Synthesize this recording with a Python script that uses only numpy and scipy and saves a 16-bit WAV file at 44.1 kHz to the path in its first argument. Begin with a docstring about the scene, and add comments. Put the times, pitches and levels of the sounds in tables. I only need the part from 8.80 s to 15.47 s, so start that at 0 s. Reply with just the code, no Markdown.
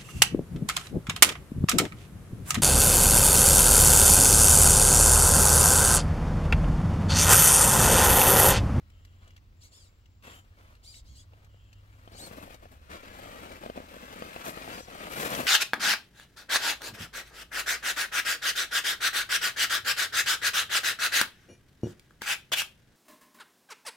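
"""On a rock slope in the woods, a small radio-controlled truck crawls up and comes close.
Its rubber lugs slip and thump, made from random tiny impulses; grit and dry leaves crunch and snap as noise.
Knocks ring a few damped chassis tones, and the steering servo whines in short moves as its gear teeth mesh.
Behind it lie filtered noise for the hush of the trees and a low rumble, and a drifting tone for a far engine."""
import sys
import numpy as np
from scipy import signal
from scipy.fft import rfft, irfft
from scipy.io import wavfile
from scipy.ndimage import map_coordinates

SR = 44100
rng = np.random.default_rng(int(sys.argv[2]) if len(sys.argv) > 2 else 0)


def int16_out(signal):
    """Quantize to a 16-bit WAV file."""
    q = np.round(np.clip(np.atleast_2d(signal).T, -1, 1) * 32767)
    wavfile.write(sys.argv[1], SR, q.astype(np.int16))


N = 294058
T = np.arange(N) / SR  # time in seconds


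def amp(db):
    """Turn decibels into a plain multiplier."""
    return 10 ** (np.asarray(db) / 20)


def unit(x):
    """Scale a sound to an average (RMS) level of one."""
    return x / np.sqrt(np.mean(x ** 2) + 1e-20)


def curves(rows):
    """The columns of a table of (seconds, values), joined by straight lines."""
    seconds, *columns = np.transpose(rows)
    return [np.interp(T, seconds, column) for column in columns]


def colour(x, points):
    """Filter with the given spectrum, never sounding before its input (minimum phase)."""
    hz, db = np.transpose(points)
    bins_hz = abs(np.fft.fftfreq(8192, 1 / SR))
    bins_db = np.interp(np.log(bins_hz + 1), np.log(hz), db)
    log_gain = np.log(amp(bins_db))
    taps = np.fft.ifft(np.exp(np.conj(signal.hilbert(log_gain)))).real[:4096]
    return signal.oaconvolve(x, taps)[:len(x)]


def drift(hz):
    """Slow random wander of unit size, mostly below the given rate."""
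    f = np.fft.rfftfreq(N, 1 / SR)
    return unit(irfft(rfft(rng.standard_normal(N)) / (1 + (f / hz) ** 4), N))


def steady(x, seconds):
    """Even out the level over the given time, leaving faster flutter alone."""
    window = signal.windows.hann(int(seconds * SR))
    power = abs(signal.oaconvolve(x ** 2, window / window.sum(), "same"))
    return x / np.sqrt(power + 1e-12)


def add(mix, start, sound):
    """Lay a sound into the mix at a start time in seconds."""
    part = mix[max(round(start * SR), 0):][:len(sound)]
    part += sound[:len(part)]


def swell(start, length, attack_s, release_s):
    """Soft attack, hold and release."""
    attack = 0.5 + 0.5 * np.tanh(2 * (T - start) / attack_s - 1)
    return attack * np.exp(-np.maximum(T - start - length, 0) / release_s)


def air(points):
    """Steady noise of unit level with the given spectrum."""
    return unit(colour(rng.standard_normal(N), points))


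def background():
    """Low rumble and a far engine, nearly alike in both ports, under the hush of the trees."""
    # Far engine. Each row: time in seconds, pitch in Hz, level in dB before a 1 dB lift
    engine = [(0, 91.7, -63), (.25, 91.4, -52), (.72, 94, -63), (2.0, 96.7, -61), (2.5, 99, -57),
              (3.15, 102, -54.5), (3.6, 102.7, -61), (4.3, 102.6, -75), (6.6, 102, -65)]
    # Spectra of the rumble and the trees. Each row: frequency in Hz, strength in dB
    rumble_colour = [(10, -17), (25, -3), (45, 0.5), (80, 1.5), (110, -8), (170, -22), (300, -29),
                     (800, -70.5)]
    woods_colour = [(20, -12), (120, 3), (220, 1.5), (350, -4.5), (650, -10.5), (1250, -12), (1800, -16),
                    (2800, -18.5), (5000, -18), (9000, -30), (12000, -41.5), (16000, -9.5)]
    # Level of the low rumble. Each row: time in seconds, level in dB
    rumble_level = [(0, -55.5), (.78, -56), (.9, -60.5), (2.0, -56.5), (3.3, -56.5), (4.1, -54), (5.6, -60),
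                    (6.66, -55.5)]
    # The rumble surges briefly. Each row: start in seconds, length in seconds, level in dB
    surge_rows = [(2.207, 0.14, -50), (5.84, 0.098, -55)]
    surge_edge_s = 0.03

    engine_hz, engine_db = curves(engine)
    hum_gain = amp(engine_db + 1.0 + 0.54 * drift(hz=11.0))
    hum_turns = np.cumsum(engine_hz + 0.92 * drift(hz=7.5)) / SR
    hum = hum_gain * np.sin(2 * np.pi * hum_turns)

    surges = sum(amp(db) * swell(start, length, surge_edge_s, surge_edge_s)
                 for start, length, db in surge_rows)
    rumble_gain = np.hypot(amp(curves(rumble_level)[0]), surges)
    rumble = rumble_gain * steady(air(rumble_colour), seconds=0.39)
    shared = hum + rumble + amp(-72) * air(woods_colour)

    def port():
        """The shared sound plus a little rumble and hush of this port's own."""
        return shared + 0.21 * rumble_gain * air(rumble_colour) + amp(-70.5) * air(woods_colour)
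    return np.array([port() for _ in range(2)])


def ring(hz, width_hz):
    """An unsteady resonance: a tone whose strength and phase wander."""
    cosine = drift(width_hz) * np.cos(2 * np.pi * hz * T)
    return cosine + drift(width_hz) * np.sin(2 * np.pi * hz * T)


def strain():
    """Unsteady resonances of the loaded gearbox and of the servo holding against a load."""
    # The drive labours and the servo holds. Each row: start in seconds, length in seconds,
    # gear whirr in dB, servo whistle in dB (both set before the 4 dB cut below)
    loads = [(0.094, 0.44, -76, -84.5), (0.754, 0.33, -96, -76), (1.108, 0.27, -88, -87),
             (1.435, 0.14, -61, -66), (2.67, 0.32, -74, -86), (3.096, .07, -82, -82)]
    attack_s, release_s = 0.037, 0.027
    gear_gain, hold_gain = sum(
        np.outer(amp([gear_db, hold_db]), swell(start, length, attack_s, release_s))
        for start, length, gear_db, hold_db in loads)
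    gear = gear_gain * ring(hz=3000, width_hz=340)
    hold = hold_gain * ring(hz=7280, width_hz=300)
    return amp(-4.0) * (gear + hold)


def steering():
    """For each move, the mesh rate and gain: the motor spins up, sags under the load and brakes."""
    # Each row: start in seconds, powered time in seconds, free gear mesh rate in Hz, share of speed
    # lost to the load per second, level in dB, extra level of the odd multiples in dB
    moves = [(.799, 0.053, 2394, .3, -50.5, 4), (.906, .162, 2220, 2.5, -51.5, -1.5),
             (2.023, 0.086, 2542, 0.35, -49.5, -9), (2.118, 0.053, 2272, 0.32, -49, -4),
             (2.234, 0.11, 1220, 1, -58, -3), (2.336, 0.068, 1836, .6, -53, -5.5),
             (3.305, 0.063, 1197, 0.11, -54.5, -14), (3.348, 0.035, 1940, .1, -50.5, -3),
             (3.362, .096, 2275, 0.36, -45, -30), (5.9, 0.1, 3300, 3.5, -49, -15),
             (5.979, 0.064, 2710, 4, -46, 9)]
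    spin_up_s, brake_s, release_s = 0.02, 0.048, 0.056
    speed_power = 1.55  # the whine grows as this power of the motor's speed
    ease_db_per_s = 29  # each move also fades from its start
    for start, length, free_hz, sag, db, odd_db in moves:
        t = np.arange(0, length + 0.1, 1 / SR)
        braking = np.maximum(t - length, 0)
        speed = (1 - np.exp(-t / spin_up_s)) * np.maximum(1 - sag * t, 0)
        speed *= np.exp(-(braking / brake_s) ** 2)
        gain = amp(db - ease_db_per_s * t) * speed ** speed_power * np.exp(-braking / release_s)
        yield start, free_hz * speed, gain, odd_db


def servo():
    """Gear teeth mesh at the motor's speed; uneven teeth add sidebands and a rasp."""
    # Tones of the whine. Each row: multiple of the mesh rate, level in dB
    mesh = [(1, 6), (2, -0.5), (3, 1.5), (4, -3), (5, -3.5), (6, -1.5)]
    # Colour of the servo's case. Each row: frequency in Hz, strength in dB
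    case_colour = [(500, -16), (1800, -21.5), (3200, -8.5), (4700, -3), (6000, -11), (7300, -3), (9000, -7),
                   (10500, -17), (16000, -37)]
    out, wobble = np.zeros(N), 1 + 0.0059 * drift(hz=204)
    for start, hz, gain, odd_db in steering():
        turns = np.cumsum(hz * wobble[round(start * SR):][:len(hz)]) / SR
        whine = sum(amp(level + odd_db * (round(k) % 2)) * np.sin(2 * np.pi * round(k) * turns)
                    for k, level in mesh)
        shaft = turns / 9  # nine teeth on the pinion
        tooth_errors = sum(np.cos(2 * np.pi * (k * shaft + rng.random())) for k in range(1, 9))
        uneven = 1 + 0.52 * unit(tooth_errors)
        rasp = rng.standard_normal(len(hz)) * (1 + 0.67 * np.cos(2 * np.pi * turns))
        add(out, start, gain * (unit(whine) * uneven + 0.46 * rasp))
    return colour(out, case_colour)


def snaps():
    """Grit and leaf stems crack: noise crumbles up to a sharp break, then leaves a few crumbs."""
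    # Each row: time in seconds, peak in dB before the 5 dB cut below
    snap_rows = [(0.1, -48.5), (0.249, -42), (0.444, -54), (0.4763, -45.5), (0.5052, -47.5), (0.5637, -42),
                 (0.576, -44.5), (1.257, -49), (1.4234, -46), (1.951, -49), (2.1413, -39.5),
                 (2.6449, -47.5), (2.9287, -44), (3.743, -37), (5.325, -35), (6.5485, -18)]
    # Spectrum of a snap. Each row: frequency in Hz, strength in dB
    snap_colour = [(300, -6), (1500, 15), (3000, 11), (5000, 4), (8000, 1.5), (10000, -6), (16000, -1)]
    out, t = np.zeros(N), np.arange(4096) / SR
    from_break = abs(t - 0.003)
    shape = np.exp(-from_break / 0.0011) + 0.1 * np.exp(-from_break / 0.004)
    for start, db in snap_rows:
        crack = colour(rng.standard_normal(len(t)) * shape, snap_colour)
        add(out, start - 0.0012, amp(db - 5.0) * crack / abs(crack).max())
    return out


def knocks():
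    """A tyre lets go and knocks the chassis: damped modes ring under a short plastic clack."""
    # Each row: time in seconds, thump peak in dB before a 5.5 dB cut,
    # hardness as clack over thump in dB before a 6 dB lift
    blows = [(1.477, -33.5, -11.5), (2.532, -45, -6), (2.742, -43, -21), (3.274, -31.5, -16),
             (3.511, -26, -22), (3.639, -45, -2), (3.704, -33, -11), (3.742, -35, -8), (3.824, -45.5, -0.5),
             (3.853, -37, -6), (4.101, -35, -9), (4.15, -34.5, -11), (4.456, -32, -11), (4.835, -32, -11),
             (4.86, -20, -18), (4.897, -20.5, -13.5), (4.974, -22.5, -14), (5.001, -25, -33),
             (5.164, -28, -15), (5.42, -19.5, -14.5), (5.56, -21, -14.5), (5.771, -20.5, -15),
             (5.875, -25, -7), (6.005, -25, -27), (6.082, -29.5, -8.5), (6.594, -31, 1), (6.605, -29, -16)]
    # Chassis tones. Each row: frequency in Hz, level in dB, time to fade by 60 dB in seconds
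    modes = [(260, -10, 0.044), (353, -3, 0.022), (502, 2.5, 0.026), (630, 8, 0.008), (1130, 8, 0.0062)]
    # Spectrum of the clack. Each row: frequency in Hz, strength in dB
    clack_colour = [(200, -7.5), (700, 24.5), (1400, -6), (2200, -1), (3100, 0), (5000, -18), (8000, -34),
                    (16000, -42)]
    out, t = np.zeros(N), np.arange(4096) / SR
    cushion = 1 - np.exp(-t / 0.00029)  # the rubber softens the first instant
    for start, db, hard_db in blows:
        stiffness = 1 + 0.019 * rng.standard_normal()  # each blow is tuned slightly differently
        thump = cushion * sum(amp(level - 60 * t / t60) * np.sin(2 * np.pi * hz * stiffness * t)
                              for hz, level, t60 in modes)
        clack = colour(rng.standard_normal(len(t)) * t * np.exp(-t / 0.00065), clack_colour)
        blow = thump / abs(thump).max() + amp(hard_db + 6) * clack / abs(clack).max()
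        add(out, start + 0.00197, amp(db - 5.5) * blow)
    return out


def slips(per_s, spread_db):
    """Random tiny impulses: most are small, a few large."""
    size = amp(spread_db * np.minimum(rng.exponential(1, N), 4))
    return size * rng.choice([-1, 1], N) * (rng.random(N) < per_s / SR)


def paths(impulses, t60):
    """Three rows: the impulses themselves, and the dense scatter that they leave at each port."""
    decay = float(amp(-120 / (t60 * SR)))  # energy kept per sample
    energy = signal.lfilter([1 - decay], [1, -decay], impulses ** 2)
    return np.array([impulses, *(np.sqrt(energy) * rng.standard_normal((2, N)))])


def tyre_gains():
    """Strength of thumping, scraping and crackle: rolling, slides and the hiss of steering moves add in power."""
    # The tyres roll, louder as the truck nears. Each row: time in seconds, scraping level in dB
    rolling_level = [(0, -75), (.45, -75.5), (.72, -78.5), (1.0, -73), (1.35, -83), (1.7, -73), (2.05, -76),
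                     (2.9, -76), (3.25, -66.5), (3.55, -62), (3.8, -67.5), (4.0, -68.5), (4.2, -58.5),
                     (5.0, -59), (6.05, -62), (6.67, -48)]
    roll_thump_db, roll_crackle_db = -1.5, -11  # against the scraping of a rolling tyre
    # The tyres break loose and slide. Each row: start in seconds, length in seconds, scraping in dB,
    # lug thumping over that in dB, leaf crackle over that in dB, swell from start to end in dB
    slides = [(0.407, 0.074, -68.5, 1.5, -18, -1), (1.425, 0.094, -55, -3.5, -11, 1),
              (1.521, 0.07, -60.5, -1, -4, -7), (1.764, .19, -67.5, 0, -11, -3.5),
              (2.51, 0.16, -73, 1.5, -12, -1), (3.304, 0.049, -62.5, 8, -10, 1),
              (3.369, .11, -59.5, 7.5, -2, 3.5), (3.488, 0.18, -57, 6.5, -6.5, 0.5),
              (3.688, .06, -56.5, -2, -8.5, -6), (3.817, 0.036, -60.5, 4, -11, -9),
              (3.906, 0.037, -62, 3.5, -5, -10), (4.089, 0.07, -49.5, 0, -16, 2.5),
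              (4.221, 0.11, -55.5, 1, -25, -9), (4.332, 0.438, -54, 3, -11.5, 0),
              (4.811, 0.066, -53.5, 8, -12, -10), (4.948, 0.083, -56, 8, -15, -9),
              (5.07, 0.4, -54, 2, -11.5, 6), (5.468, 0.206, -50.5, -1, -11.5, 3.5),
              (5.635, 0.062, -46.5, 4.5, -2, 4), (5.718, 0.268, -48.5, 0.5, -10.5, 4),
              (6.063, .21, -50.5, 1, -12.5, 9), (6.291, 0.094, -44, 0, -5, 4.5),
              (6.385, 0.087, -38.5, 2, -5, 0.5), (6.479, 0.13, -40, 2, -6, 2),
              (6.62, 0.042, -50.5, 4, -2, -3)]
    attack_s, release_s = 0.017, 0.02
    # During each steering move a hiss rises and falls with the servo: thumping, scraping and crackle, in dB
    # against the servo's gain
    steer_db = [-23, -31, -16]

    balance_db = np.array([[roll_thump_db], [0], [roll_crackle_db]])
    power = amp(curves(rolling_level)[0] + balance_db) ** 2
    for start, length, db, thump_db, crackle_db, swell_db in slides:
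        progress = np.clip((T - start) / length, 0, 1) - 0.5
        gain = amp(db + swell_db * progress) * swell(start, length, attack_s, release_s)
        power += np.outer(amp([thump_db, 0, crackle_db]), gain) ** 2
    for start, _, gain, _ in steering():
        for row, db in zip(power, steer_db):
            add(row, start, (amp(db) * gain) ** 2)
    return np.sqrt(power)


def tyres():
    """Lugs catch and let go; each slip thumps the tyre, scrapes the rock and crushes leaves."""
    # Spectra of the three sounds. Each row: frequency in Hz, strength in dB
    lug_colour = [(30, -32.5), (90, -11), (160, -2), (250, 1), (400, -3.5), (520, 1), (650, 0.5),
                  (830, -5.5), (1500, -17.5), (3000, -71), (8000, -82)]
    scrape_colour = [(200, -42), (700, -8.5), (980, 2.5), (1250, 6), (1550, 3), (1850, -1), (2300, -3),
                     (3000, -8), (4000, -13.5), (5500, -21), (8000, -22.5), (16000, -34.5)]
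    crackle_colour = [(500, -33), (2000, -58), (3500, -5), (5000, -4), (7500, -2.5), (9800, 1),
                      (11500, 1.5), (13000, -3.5), (16000, 6)]
    grip = drift(hz=41.4)  # stick and slip, shared by all three sounds
    lugs = slips(per_s=1100, spread_db=2.0) * amp(2.0 * grip)
    scrape = slips(per_s=6000, spread_db=3.0) * amp(0.73 * grip + 1.04 * drift(hz=220))
    crackle = slips(per_s=8300, spread_db=3.5) * amp(1.205 * grip + 2.0 * drift(hz=316))
    layers = zip([lugs, scrape, crackle], [lug_colour, scrape_colour, crackle_colour], tyre_gains())
    out = np.zeros((3, N))
    for impulses, spectrum, gain in layers:
        rows = paths(steady(impulses, seconds=0.15), t60=0.022)
        sound = np.array([colour(row, spectrum) for row in rows])
        out += unit(sound) * gain
    return out


def rocks(x, t60, count=4):
    """A short scatter from the rock faces; its paths keep changing as the truck moves."""
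    t = np.arange(SR // 8) / SR
    shares = np.array([drift(hz=6) for _ in range(count)])
    out = np.zeros(N)
    for share in shares / np.linalg.norm(shares, axis=0):
        echoes = rng.standard_normal(len(t)) * (rng.random(len(t)) < 5000 / SR)  # sparse echoes
        taps = echoes * (t > 0.0006) * amp(-60 * t / t60)
        out += signal.oaconvolve(x * share, taps / np.linalg.norm(taps))[:N]
    return out


def scene():
    """The truck reaches the left port first; rough ground and flat rock faces scatter it into both."""
    # The right port hears the truck later. Each row: time in seconds, delay in samples
    lag = [(0, 11.8), (3.1, 12.5), (3.5, 16.2), (5.5, 17.3), (6.67, 14.5)]
    # Balance between the ports. Each row: time in seconds, left minus right in dB
    pan = [(0, -1.5), (2.5, -1.5), (3.6, 2), (5, 1), (6.5, 1.5)]
    # Colour of the rock reflections. Each row: frequency in Hz, strength in dB
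    echo_colour = [(100, -16), (500, -9.5), (1300, -5.5), (2500, 2), (6000, 7.5), (16000, 5)]
    rolling, *ground_scatter = tyres()
    body = knocks() + snaps() + servo() + strain()
    truck = rolling + body
    late = map_coordinates(truck, [np.arange(N) - curves(lag)[0]], order=3)

    faces = np.sqrt(0.45)  # 45 % of the scatter's power weight goes to the rock faces
    ground = np.sqrt(1 - faces ** 2)
    scatter = [colour(ground * x + faces * rocks(truck, t60=0.039), echo_colour)
               for x in ground_scatter]
    pan_db = curves(pan)[0]
    balance = amp(np.array([pan_db, -pan_db]) / 2)
    return (np.array([truck, late]) + scatter) * balance + background()


def record(dry):
    """Each microphone port has its own colour; then the highest treble is cut off."""
    # Each row: frequency in Hz, strength in dB
    left_port = [(60, -0.5), (250, 2.5), (1300, 1.5), (4000, 5), (8000, 3), (10600, -1.5), (11200, 6),
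                 (12900, 8.5), (13500, 3), (16000, -3)]
    right_port = [(60, 0), (250, 1.5), (1300, -1.5), (4000, 1.5), (8000, -0.5), (10500, -3), (12000, -2.5),
                  (16000, -11.5)]
    edge_hz = 15820
    heard = np.array([colour(dry[0], left_port), colour(dry[1], right_port)])
    low_pass = signal.firwin(511, edge_hz, window=("kaiser", 9), fs=SR)
    return signal.oaconvolve(heard, low_pass[None], "same")


dry = scene()
out = record(dry)
int16_out(out)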